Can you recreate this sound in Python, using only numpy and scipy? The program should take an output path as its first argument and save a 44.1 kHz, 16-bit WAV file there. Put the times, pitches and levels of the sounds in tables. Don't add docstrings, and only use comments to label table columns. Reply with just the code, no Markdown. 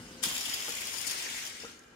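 import sys
import numpy as np
from scipy import signal
from scipy.fft import rfft, irfft, next_fast_len
from scipy.io import wavfile
from scipy.ndimage import uniform_filter1d, map_coordinates

SR = 44100
rng = np.random.default_rng(int(sys.argv[2]) if len(sys.argv) > 2 else 0)


def pcm_store(signal):
    levels = np.round(np.clip(np.atleast_2d(signal), -1, 1) * 32767)
    wavfile.write(sys.argv[1], SR, levels.astype(np.int16).T)


def magnitude_from_level(level_db):
    exponent = np.asarray(level_db, float) / 20
    return 10 ** exponent


N = 85995
T = np.arange(N) / SR


def evened(x):
    return x / np.sqrt(np.mean(x ** 2) + 1e-20)


def read(points, hz):
    f, value = np.transpose(points)
    return np.interp(np.log(hz + 1), np.log(f + 1), value)


def curve(table, column):
    rows = np.array(table, float)
    return np.interp(T, rows[:, 0], rows[:, column])


def colour(x, points):
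    size = next_fast_len(N + 4096)
    gain = magnitude_from_level(read(points, np.fft.rfftfreq(size, 1 / SR)))
    return irfft(rfft(x, size) * gain, size)[..., :N]


def ring(x, hz, width_hz):
    r = np.exp(-np.pi * width_hz / SR)
    poles = [1, -2 * r * np.cos(2 * np.pi * hz / SR), r * r]
    return signal.lfilter([(1 - r * r) / 2, 0, (r * r - 1) / 2], poles, x)


def wander(seconds):
    size = int(seconds * SR)
    return evened(uniform_filter1d(uniform_filter1d(rng.standard_normal(N), size), size))


def add(mix, start_s, sound):
    part = mix[..., round(start_s * SR):][..., :sound.shape[-1]]
    part += sound[..., :part.shape[-1]]


def partly_alike(a, b, same):
    return np.array([a, same * a + np.sqrt(1 - same ** 2) * b])


def pair(shape):
    a, b = rng.standard_normal((2, *shape))
    return partly_alike(a, b, 0.24)


# hz, level_db
FLOOR_COLOUR = [(15, -47), (25, -28), (352, -8.5), (449, -6.5), (1100, -14), (1390, -11), (1730, -9.5),
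                (2390, -16.5), (15800, -53)]
# hz, likeness_0_to_1
FLOOR_SAME = [(30, 0.3), (150, 1), (400, 0.63), (1500, 0.043), (15000, 0.062)]


def floor():
    level_db = -62
    a, b = rfft(rng.standard_normal((2, N)))
    hz = np.fft.rfftfreq(N, 1 / SR)
    same = np.clip(read(FLOOR_SAME, hz), 0, 1)
    spectra = partly_alike(a, b, same) * magnitude_from_level(read(FLOOR_COLOUR, hz))
    return magnitude_from_level(level_db) * evened(irfft(spectra, N))


# mode_hz, width_hz, held_db, slowed_db
STAND_MODES = [(429, 110, -107, -66.5), (1360, 140, -77.5, -66.5), (1514, 70, -64.5, -83),
               (1612, 110, -71, -64.5), (2390, 97, -77, -71.5), (2950, 300, -64, -71),
               (5070, 260, -65, -80)]


def stand():
    flutter_db = 1.2
    slowed = np.clip((T - .3) / 1.3, 0, 1)
    out = 0
    for hz, width_hz, held_db, slowed_db in STAND_MODES:
        level_db = held_db + (slowed_db - held_db) * slowed + flutter_db * wander(0.016)
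        band = ring(ring(pair((N,)), hz, width_hz), hz, width_hz)
        out = out + magnitude_from_level(level_db) * evened(band)
    return out


# line_hz, waver_hz, level_db
HUM_LINES = [(243.4, 5.93, -60.5), (515, 8.35, -62)]


def hum():
    end_s, fall_db_per_s, rest_db = 0.33, 172, -15.5
    fall_db = np.maximum(-fall_db_per_s * np.maximum(T - end_s, 0), rest_db)
    lines = 0
    for hz, waver_hz, db in HUM_LINES:
        level = magnitude_from_level(db + 1 + 1.8 * wander(.015))
        turns = np.cumsum(hz + waver_hz * wander(.012)) / SR
        lines = lines + level * np.sin(2 * np.pi * turns)
    return magnitude_from_level(fall_db) * lines


# time_s, level_db
RUMBLE = [(0, -48), (.36, -52.5), (.45, -53.5), (1.05, -54.5), (1.6, -56.5), (1.95, -60)]
# hz, level_db
BOARD_COLOUR = [(18, -51), (30, -15.5), (75, -12), (176, -14.5), (236, -8), (338, -13.5), (509, -20),
                (662, -25), (1500, -22.5), (1950, -85), (3300, -120)]
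# mode_hz, width_hz, level_db
BOARD_MODES = [(79, 38, -15), (220, 78, 22)]


def rumble():
    shake = rng.standard_normal(N) * magnitude_from_level(1.84 * wander(0.0043))
    modes = sum(magnitude_from_level(db) * ring(shake, hz, width_hz) for hz, width_hz, db in BOARD_MODES)
    board = evened(modes) + magnitude_from_level(21) * evened(colour(shake, BOARD_COLOUR))
    return magnitude_from_level(curve(RUMBLE, column=1) - 5) * evened(board)


# start_s, peak_db, colour_centre_hz, damping_factor
BUMPS = [(.004, -42, 130, 1.1), (.236, -32, 1100, 1.1), (.263, -30, 240, .45), (.285, -42, 160, .9),
         (.489, -39, 300, 1.1), (.6805, -26, 900, 1.5), (.6885, -29.5, 520, 2.2), (.695, -36, 300, .8),
         (1.630, -39, 300, 1.2), (1.6365, -31, 520, 2.5), (1.645, -27, 400, 1.5), (1.645, -33, 1500, .9)]
# mode_hz, level_db, t60_s
BUMP_MODES = [(105, 1, 0.055), (175, 1, 0.051), (240, 0, 0.05), (320, -1.5, 0.03), (474, -2.5, 0.11),
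              (600, 1, 0.028), (800, -1, 0.035), (980, -3, 0.025), (1275, -6, 0.12), (1390, -6, 0.2)]


def bumps():
    gain_db, rise_s, spread_octaves = -9.5, .0015, .75
    out, t = np.zeros(N), np.arange(8000) / SR
    phases = rng.random((len(BUMPS), len(BUMP_MODES)))
    for (start_s, peak_db, centre_hz, damping), turns in zip(BUMPS, phases):
        for (hz, mode_db, t60_s), turn in zip(BUMP_MODES, turns):
            away_db = 6 * (np.log2(hz / centre_hz) / spread_octaves) ** 2
            decay_db = 60 * t * damping / t60_s
            fade = magnitude_from_level(peak_db + gain_db + mode_db - away_db - decay_db) * np.minimum(t / rise_s, 1)
            add(out, start_s, fade * -np.sin(2 * np.pi * (hz * t + 0.42 * turn)))
    return out


# time_s, whirr_db, chatter_over_whirr_db, left_right_db, pinion_facing_db
RUN = [(0, -54.5, -4, 2, 15), (.217, -57, 1, 2.5, -1), (.2335, -43.5, 21, 6, -5),
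       (.238, -38.5, 10.5, -0.5, 1), (.3, -41.5, 5.5, -1, -5), (.42, -41.5, 1.5, 1, 4),
       (.56, -42.5, 1.5, 1.5, -3.5), (.7, -42.5, 3.5, 1.5, -10), (.88, -42.5, -0.5, 1.5, 0.5),
       (.97, -40.5, -0.5, 7, 1.5), (1.1, -40.5, -2.5, 5, 7), (1.19, -42, -2.5, 4, 3),
       (1.36, -42.5, -0.5, 4.5, -7), (1.48, -47, 1, 1, -4), (1.53, -49, -5.5, 6, 6),
       (1.7, -53, -17, 6, -21), (1.82, -67.5, 8.5, 4, -11), (1.95, -67, -9, 4, 4)]
# hz, level_db
WHIRR_COLOUR = [(180, -31), (300, -11.5), (1010, -15.5), (2090, -3.5), (4190, -7), (6780, -6), (15800, -28)]


def whirr():
    hz, _, z = signal.stft(pair((N,)), SR, nperseg=256)
    patches = rng.standard_normal(z.shape[1:])
    patches = evened(uniform_filter1d(uniform_filter1d(patches, 4, 0), 8, 1))
    z = z * magnitude_from_level(read(WHIRR_COLOUR, hz)[:, None] + 2.14 * patches)
    hiss = signal.istft(z, SR, nperseg=256)[1][:, :N]
    return magnitude_from_level(curve(RUN, column=1) - 2 + 1.65 * wander(0.12)) * evened(hiss)


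# mode_hz, width_hz, level_db
GEAR_MODES = [(2330, 680, -16), (3200, 470, -3), (5100, 610, 0), (6876, 198, 4), (9000, 670, -1),
              (10940, 780, -5.5), (13000, 1200, -11), (14500, 670, -17)]
PINION_EDGES_HZ = (4500, 5800, 8200, 9800)
# hz, level_db
CLACK_COLOUR = [(350, -49), (600, -9), (1170, -6.5), (2260, -25), (4310, -14), (5070, -2.5), (15800, -16.5)]


def gear_body(x, modes_db):
    dull_db = 7 * np.clip((T - 1.47) / .08, 0, 1)
    modes = 0
    for hz, width_hz, db in GEAR_MODES:
        in_pinion = np.searchsorted(PINION_EDGES_HZ, hz) % 2
        strike_db = curve(RUN, column=4) * in_pinion + 0.9 * wander(.03)
        level = magnitude_from_level(db - dull_db * abs(np.log2(hz / 5600)))
        modes = modes + level * ring(x * magnitude_from_level(strike_db), hz, width_hz)
    clack = colour(x, CLACK_COLOUR) * magnitude_from_level(-dull_db)
    input_rms = np.sqrt(np.mean(x ** 2))
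    return input_rms * evened(magnitude_from_level(modes_db) * evened(modes) + magnitude_from_level(-3) * evened(clack))


def random_hits(per_s, spread_db, limit):
    strength = magnitude_from_level(spread_db * np.minimum(rng.exponential(1, N), limit))
    return strength * (rng.random(N) < per_s / SR)


def chatter():
    slap_ms, slap_db, grit_db, slack_db = 1.5, -9, -3, -6
    grit = random_hits(per_s=7000, spread_db=1.5, limit=4)
    slaps = random_hits(per_s=220, spread_db=0.6, limit=2.5) * (T > .275)
    bursts = signal.lfilter([1], [1, -np.exp(-1000 / slap_ms / SR)], slaps)
    envelope = magnitude_from_level(grit_db) * evened(grit) + magnitude_from_level(slap_db) * evened(bursts)
    drive = envelope * np.clip(pair((N,)), -2, 2)
    rim_db = -9 - 11 * abs(T - .35)
    rim = magnitude_from_level(rim_db) * evened(ring(drive, 3140, 780))
    level_db = curve(RUN, column=1) + curve(RUN, column=2)
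    level_db = level_db + slack_db * (T < .2366)
    return (evened(gear_body(drive, modes_db=0.6)) + rim) * magnitude_from_level(level_db)


def blows(table, width_hz):
    rise_s = .0005
    whole, part, t = np.zeros((2, N)), np.zeros((2, N)), np.arange(1500) / SR
    for start_s, peak_db, ring_hz, length_ms in table:
        envelope = np.minimum(t / rise_s, 1) * np.exp(-t * 1000 / max(length_ms, 1))
        burst = magnitude_from_level(peak_db) * envelope * np.clip(pair(t.shape), -2, 2)
        add(whole, start_s, burst)
        add(part, start_s, ring(burst, ring_hz, width_hz))
    return whole, part


# start_s, peak_db, ring_hz, length_ms
SNAPS = [
    (.2274, -30, 3000, 2),
    (.2330, -34, 5500, 2),
    (.2364, -13, 10500, 1.3),
    (.2372, -15.5, 3600, 2.2),
    (.2385, -22, 8500, 1.5),
    (.2485, -30, 11000, 2),
    (.2520, -27, 5600, 3),
    (.2570, -17.5, 3500, 1.6),
]
# hz, level_db
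SNAP_COLOUR = [(500, -36), (2500, -39), (4000, 3.5), (6500, 1.5), (11000, 3.5), (15800, -9)]


def snaps():
    whole, part = blows(SNAPS, 260)
    return magnitude_from_level(-3.5) * colour(whole, SNAP_COLOUR) + magnitude_from_level(11) * part


# start_s, peak_db, ring_hz, length_ms
KNOCKS = [(.344, -33, 3200, 2.1), (.351, -20.5, 6860, 3.4), (.364, -23, 3600, 3.3), (.380, -19, 7100, 2.5),
          (.396, -27, 5370, 4.5), (.409, -23, 5700, 2.5), (.453, -24.5, 3220, 10), (.496, -24.5, 5250, 4.3),
          (.534, -23, 3200, 3.8), (.540, -21.5, 4940, 4.6), (.543, -20, 11050, 3), (.549, -39, 4950, 2.2),
          (.603, -27, 5070, 3), (.623, -20, 3200, 1.9), (.641, -28, 10600, 1.6), (.692, -18, 10600, 1.16),
          (.700, -28, 7040, 4.7), (.751, -25, 7000, 4), (.767, -24.5, 2320, 3.6), (.784, -24, 3030, 4),
          (.809, -21.5, 9000, 2), (.817, -22.5, 2300, 3.8), (.871, -21.5, 9000, 1.9),
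          (.882, -26.5, 3150, 3.3), (.948, -44, 7060, 3), (.962, -39, 5100, 3.3), (.980, -33, 5200, 11),
          (.988, -29, 9000, 2.2), (1.013, -25, 9700, 3.3), (1.068, -25, 7900, 5.1),
          (1.073, -23.5, 6850, 3.8), (1.078, -28, 9000, 4.3), (1.097, -26, 5200, 2.8),
          (1.11, -29, 6700, 11), (1.227, -25, 2840, 2.5), (1.247, -31, 5900, 3), (1.366, -32.5, 6800, 3),
          (1.451, -26, 5940, 5), (1.465, -24, 5940, 2.7), (1.473, -30, 7000, 3.8), (1.497, -36, 6900, 3),
          (1.567, -36, 2040, 3), (1.600, -33, 5100, 3.7), (1.621, -36, 5230, 4.3),
          (1.648, -33.5, 5650, 3.4), (1.715, -40, 5240, 4.5)]


def knocks():
    whole, part = blows(KNOCKS, 246)
    return magnitude_from_level(-8) * gear_body(whole, modes_db=22) + magnitude_from_level(8) * part


# start_s, peak_db, centre_hz
TICKS = [
    (1.7705, -48, 14100),
    (1.792, -34.5, 6960),
    (1.8365, -44, 5500),
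]


def ticks():
    out, t = np.zeros(N), np.arange(400) / SR
    for start_s, peak_db, hz in TICKS:
        burst = rng.standard_normal(len(t)) * t / 0.00076 * np.exp(-t / 0.00085)
        add(out, start_s, magnitude_from_level(peak_db + 3) * ring(ring(burst, hz, 4500), hz, 3700))
    return out


# hz, t60_s
ROOM_T60 = [(200, 0.79), (2000, 0.31), (8000, 0.12), (15000, 0.033)]


def room(x):
    out, slots = np.zeros((2, N)), np.arange(60, SR // 3 - 20, 20)
    shape = (2, len(slots))
    for k in range(3):
        taps = np.zeros((2, SR // 3))
        at = slots + rng.integers(0, 20, shape)
        np.put_along_axis(taps, at, rng.choice([-1., 1.], shape), 1)
        hz, t, z = signal.stft(taps, SR, nperseg=128)
        decay_db = -60 * t / read(ROOM_T60, hz)[:, None]
        tail = signal.istft(z * magnitude_from_level(decay_db), SR, nperseg=128)[1]
        turn = np.sqrt(2 / 3) * np.cos(2 * np.pi * (T * 7 + k / 3))
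        out += signal.fftconvolve((x * turn)[None], tail / np.linalg.norm(tail[0]), axes=1)[:, :N]
    return out


def late(x):
    lag_start_s, lag_end_s = 0.000249, 0.000471
    lag = SR * np.interp(T, [.3, 1.2], [lag_start_s, lag_end_s])
    return map_coordinates(x, [np.arange(N) - lag], order=5, mode="nearest")


def scene():
    gears = chatter() + knocks() + snaps() + ticks()
    hiss = whirr()
    low = bumps() + rumble() + hum()
    pan_db = curve(RUN, column=3)
    left = gears[0] * magnitude_from_level(pan_db * 0.51) + hiss[0] * magnitude_from_level(pan_db * 0.07 + 4.5)
    right = gears[1] * magnitude_from_level(-pan_db * 0.56 - 6) + hiss[1] * magnitude_from_level(-pan_db * 0.86 + 5.5)
    direct = np.array([left + low * magnitude_from_level(2.7), late(right) + np.roll(low, 8) * magnitude_from_level(1.3)])
    echoes = magnitude_from_level(-7.5) * room(gears[0] + hiss[0] + magnitude_from_level(-12.5) * low)
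    return direct + echoes + floor() + stand()


def low_pass(x):
    return signal.sosfilt(signal.butter(12, 16520, fs=SR, output="sos"), x)


def record(dry):
    edge_hz = 15850
    x = signal.sosfilt(signal.butter(4, 40, "high", fs=SR, output="sos"), dry)
    lowpass = signal.firwin(511, edge_hz, window=("kaiser", 9), fs=SR)
    x = signal.oaconvolve(x, lowpass[None], "same")
    return low_pass(x)


dry = scene()
out = record(dry)
pcm_store(out)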